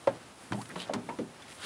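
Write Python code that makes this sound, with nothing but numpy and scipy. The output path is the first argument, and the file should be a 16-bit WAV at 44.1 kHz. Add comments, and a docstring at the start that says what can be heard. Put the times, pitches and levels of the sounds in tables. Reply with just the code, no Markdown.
"""A rowing boat on calm open water, heard from on board during one swing of the oars.
Over light wind and ripples, a wooden loom knocks in its lock and sets the hull booming.
Half a second in come more knocks and clicks, then one rising bloop of air in the water.
The sleeves rub, a turning oar scrapes, and the knocks return in clusters until about 1.2 s.
Last, a splash swells as the blades come down."""
import sys
import numpy as np
from scipy import signal
from scipy.fft import rfft, irfft
from scipy.io import wavfile

SR = 44100
rng = np.random.default_rng(int(sys.argv[2]) if len(sys.argv) > 2 else 0)


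def generate_wav(sig):
    """Save sig (samples, or channels by samples) to the path in sys.argv[1] as 16-bit PCM at SR."""
    pcm = np.round(np.clip(np.atleast_2d(sig).T, -1, 1) * 32767).astype(np.int16)
    wavfile.write(sys.argv[1], SR, pcm)


N = 72765


def knocks():
    """Each oar blow rings at its contact, rattles the lock, sounds the loom and booms in the hull."""
    # blows: t/s, ring f/Hz, ring level/dB, ring t60/s, loom level/dB, clatter level/dB,
    # loom and clatter top f/Hz, hull level/dB, hull centre f/Hz
    blows = [(0.0716, 950, -19, 0.018, -37, -27, 1296, -42.5, 400),
             (0.0735, 552, -10.5, 0.066, -22, -38, 1450, -41, 113),
             (0.0780, 726, -30.5, 0.13, -31.5, -47, 1500, -42, 795),
             (0.5109, 192.5, -27, 0.037, -64, -46, 700, -35, 126),
             (0.5208, 324, -27, 0.041, -30.5, -32.5, 1670, -36, 143),
             (0.543, 202.6, -33, 0.19, -38, -42, 700, -50.5, 160),
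             (0.5702, 274, -38, 0.16, -55, -68, 700, -43, 170),
             (0.7576, 179.7, -37.5, 0.26, -36, -33.5, 1700, -50, 540),
             (0.8940, 567, -21, 0.038, -30.5, -34.5, 536, -44.5, 380),
             (0.8950, 690, -21, 0.032, -56, -61, 600, -54, 380),
             (0.9085, 568, -30.5, 0.096, -46, -43, 700, -46, 380),
             (0.9343, 292, -35.5, .08, -33, -33.5, 1600, -40, 235),
             (0.9440, 1030, -36, 0.049, -64, -36.5, 1480, -39.5, 305),
             (0.9540, 243, -30, 0.2, -45, -42.5, 500, -39.5, 150),
             (1.0890, 920, -29.5, 0.12, -44, -34.5, 1150, -53, 385),
             (1.0974, 978, -38, 0.24, -42, -45, 1490, -48, 290),
             (1.1872, 292, -22.5, 0.032, -45, -40.5, 1200, -41, 207),
             (1.1941, 484, -19.5, 0.042, -44, -42, 507, -38.5, 325),
             (1.2160, 265, -23.5, 0.037, -60, -62, 500, -41, 194)]
    # modes of the wooden loom and of the hull: f/Hz, level/dB, t60/s
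    loom_modes = [(394, -11, 0.042), (637, 0, 0.051), (736, -4, 0.09), (890, -3.5, 0.088),
                  (999, 3.5, 0.045), (1393, 6.5, 0.02), (1503, -10.5, 0.064), (1990, 2, 0.015),
                  (2349, -0.5, .04)]
    hull_modes = [(115.9, -6, 0.43), (136.6, -16, 0.56), (164, -5.5, 0.36), (203.9, 0, 0.19),
                  (236.6, -4, 0.34), (265.9, 2.5, 0.22), (306.4, -3.5, 0.24), (371.6, -1, 0.29),
                  (403.3, -1, 0.31), (488.8, 1.5, 0.21), (613.6, 2, 0.24), (741, 3, 0.14), (890, 0, 0.12)]
    out = np.zeros(N)
    for start, hz, ring_db, t60, loom_db, clatter_db, top_hz, hull_db, hull_hz in blows:
        age = since(start)
        out += undb(ring_db) * fade(age, t60, attack=0.0019) * np.sin(2 * np.pi * hz * age)
        clatter = fade(age, t60=0.072, attack=0.00026) * noise(between(264, top_hz))
        dark_tail = undb(-8) * fade(age, t60=0.33, attack=0.0026) * noise(between(126, 833))
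        out += undb(clatter_db) * (clatter + dark_tail)
        out += undb(loom_db) * struck_body(start, loom_modes, between(100, top_hz))
        out += undb(hull_db) * struck_body(start, hull_modes, band(hull_hz, octaves=0.62))
    return out


def struck_body(start, modes, reach):
    """A struck body rings for up to half a second; reach weights its modes by frequency."""
    age = np.arange(SR // 2) / SR
    ring = np.zeros_like(age)
    for k, (hz, db, t60) in enumerate(modes):
        gain = (-1) ** k * undb(db) * reach(hz)  # neighbouring modes start in opposite directions
        ring += gain * fade(age, t60, attack=0.0034) * np.sin(2 * np.pi * hz * age)
    return np.interp(since(start), age, ring, right=0)


def clicks():
    """Short hard contacts in the fittings, each a crack with a small ping."""
    # contacts: t/s, level/dB, centre f/Hz, t60/s, ping level over the crack/dB
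    contacts = [(0.072, -43.5, 2950, 0.038, -21), (0.0757, -42, 2160, 0.039, 3),
                (0.5213, -25.5, 1563, 0.0079, 8.5), (0.5230, -53, 3160, 0.046, 15.5),
                (0.5312, -35, 2670, 0.017, -4), (0.5352, -46, 4670, 0.01, 10),
                (0.616, -33.5, 5800, 0.014, -23), (0.656, -42.5, 3070, 0.025, -2),
                (0.6915, -34, 11000, .01, -14), (0.7585, -45, 3110, 0.023, 9),
                (0.8008, -35.5, 3040, 0.023, 5), (0.8176, -40.5, 3720, 0.032, 3),
                (0.827, -47, 3200, 0.023, 8), (0.936, -29.5, 4670, 0.038, -28),
                (1.0927, -53, 2214, 0.033, 15), (1.187, -44, 2720, 0.058, -20),
                (1.4214, -47, 3460, 0.051, 3.5)]
    out = np.zeros(N)
    for start, db, hz, t60, ping_db in contacts:
        age = since(start)
        crack = noise(band(hz, octaves=1))
        ping = undb(ping_db) * np.sin(2 * np.pi * hz * age)
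        out += undb(db) * fade(age, t60, attack=0.00022) * (crack + ping)
    return out


def rubs(t):
    """The oar sleeves stick and slip in the locks in brief gritty swells."""
    # swells: peak t/s, half length/s, level/dB, centre f/Hz, width/octaves
    swells = [(0.62, 0.013, -48, 1100, 1.1), (0.707, 0.012, -42.5, 1500, 0.42),
              (0.728, 0.034, -46, 234, 0.95), (0.796, 0.042, -51, 1220, 1),
              (0.875, 0.021, -47.5, 647, 1.46), (0.951, 0.011, -44, 1180, 1.5),
              (1.064, 0.069, -50, 222, 0.69), (1.427, .011, -49.5, 1860, 0.54),
              (1.508, 0.039, -48, 2340, 1.13)]
    out = np.zeros(N)
    for peak, half_length, db, hz, octaves in swells:
        swell = np.exp(-((t - peak) / half_length) ** 2)
        out += undb(db) * swell * grains(band(hz, octaves), rate=2200, scatter_db=4.5)
    return out


def scrape(t):
    """A turning oar slips through its lock in bright crackles."""
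    # resonances of the rubbed lock: f/Hz, level/dB
    lock_tone = [(1200, -14.5), (2600, -6), (3050, -0.5), (3400, -3), (3750, 1), (4250, -5.5), (4700, -6),
                 (5400, -25), (8000, -16), (14000, -34)]
    peak_s, half_length_s = 0.816, 0.035
    swell = np.exp(-((t - peak_s) / half_length_s) ** 2)
    return undb(-41) * swell * grains(colour(lock_tone), rate=1200, scatter_db=2.6)


def bloop(t):
    """A pocket of air in the water beside the hull rings and rises in pitch."""
    start_s, length_s, from_hz, to_hz = 0.571, 0.067, 605, 1480
    progress = np.clip((t - start_s) / length_s, 0, 1)
    hz = from_hz * (to_hz / from_hz) ** progress * (1 + 0.046 * wobble(234))
    arch = (4 * progress * (1 - progress)) ** 0.28
    fluttering_decay = undb(-11 * progress ** 2 + 2.1 * wobble(135))
    return undb(-39.5) * arch * fluttering_decay * np.sin(2 * np.pi * np.cumsum(hz) / SR)


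def splash(t):
    """The blades come down in a fast swell of spray."""
    # tone of the splash: f/Hz, level/dB
    splash_tone = [(100, -17), (300, -5), (800, -5), (1500, 2.5), (2400, -4.5), (3300, 2), (5500, -8),
                   (11000, -26)]
    full_s, rise_db_per_s = 1.643, 257
    swell = undb(-38 + rise_db_per_s * np.minimum(t - full_s, 0))
    return swell * grains(colour(splash_tone), rate=5400, scatter_db=2.3)


def wind_and_ripples(t):
    """Light wind and rippling water make a soft bed, topped by a wavering, grainy hiss."""
    # tone of the bed: f/Hz, level/dB
    bed_tone = [(30, -28), (60, -10), (110, -7), (270, -5.5), (450, -8.5), (900, -6.5), (1800, -11),
                (3500, -14), (5500, -17.5), (11000, -26.5), (16000, -22.5)]
    # envelope of the high hiss: t/s, level/dB
    hiss_envelope = [(0, -55), (.33, -59), (.42, -53), (.52, -55.5), (.62, -48), (.73, -56.5), (.81, -48.5),
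                     (.88, -62), (1.0, -59), (1.1, -56), (1.4, -59), (1.47, -57.5), (1.52, -50),
                     (1.59, -52.5), (1.65, -42.5)]
    bed = undb(-51.5 + 0.94 * wobble(15.7)) * noise(colour(bed_tone))
    hiss_db = np.interp(t, *np.array(hiss_envelope).T)
    hiss = undb(hiss_db) * grains(band(9700, octaves=0.59), rate=12000, scatter_db=5.2)
    return bed + hiss


def undb(db):
    """Decibels to gain."""
    return 10 ** (np.asarray(db) / 20)


def unit(x):
    """Scale to rms 1."""
    return x / np.sqrt(np.mean(x ** 2))


def shape(x, gain):
    """Minimum-phase EQ whose gain is a function of frequency."""
    size = 2 * N
    hz = np.maximum(np.fft.rfftfreq(size, 1 / SR), 1)
    cepstrum = irfft(np.log(gain(hz) + 1e-6), size)
    cepstrum[1:N] *= 2  # folded onto positive time, so nothing rings ahead of a hit
    cepstrum[N + 1:] = 0
    return irfft(rfft(x, size) * np.exp(rfft(cepstrum)), size)[:N]


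def colour(points):
    """EQ curve through points of f/Hz, level/dB."""
    hz, db = np.array(points).T
    return lambda f: undb(np.interp(np.log(f), np.log(hz), db))


def band(hz, octaves):
    """EQ curve of a broad resonance."""
    return lambda f: 1 / (1 + (np.log2(f / hz) / octaves) ** 2)


def between(low_hz, high_hz):
    """Band-pass curve with slopes of 12 dB an octave."""
    return lambda f: 1 / np.sqrt((1 + (low_hz / f) ** 4) * (1 + (f / high_hz) ** 4))


def noise(gain):
    """Coloured noise of rms 1."""
    return unit(shape(rng.standard_normal(N), gain))


def grains(gain, rate, scatter_db):
    """Tiny coloured clicks of uneven size, about rate a second, at rms 1."""
    ticks = (rng.random(N) < rate / SR) * rng.choice([-1, 1], N)
    sizes = undb(scatter_db * rng.standard_normal(N))
    return unit(shape(ticks * sizes, gain))


def wobble(hz):
    """Random modulation of rms 1, rolling off above hz."""
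    return noise(lambda f: np.exp(-(f / hz) ** 2))


def since(start):
    """Seconds since a moment, zero before it."""
    return np.maximum(np.arange(N) / SR - start, 0)


def fade(age, t60, attack):
    """Quick rise and exponential decay, with times in seconds."""
    return (1 - np.exp(-age / attack)) * np.exp(-np.log(1000) * age / t60)


def scene():
    """Oars, hull and water, mixed in mono."""
    t = np.arange(N) / SR
    boat = knocks() + clicks() + rubs(t) + scrape(t)
    return (boat + bloop(t) + wind_and_ripples(t) + splash(t))[None]


def record(dry):
    """A small microphone, thin in the deep bass and dull at the very top."""
    # microphone response: f/Hz, level/dB
    mic_tone = [(25, -19), (60, -1), (100, 3.5), (10200, -4), (11200, -10.5), (11850, -34), (12500, -15.5),
                (15500, -20)]
    heard = np.array([shape(channel, colour(mic_tone)) for channel in dry])
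    high_cut = signal.ellip(10, 0.2, 70, 15750, fs=SR, output="sos")
    return signal.sosfilt(high_cut, heard)


dry = scene()
out = record(dry)
generate_wav(out)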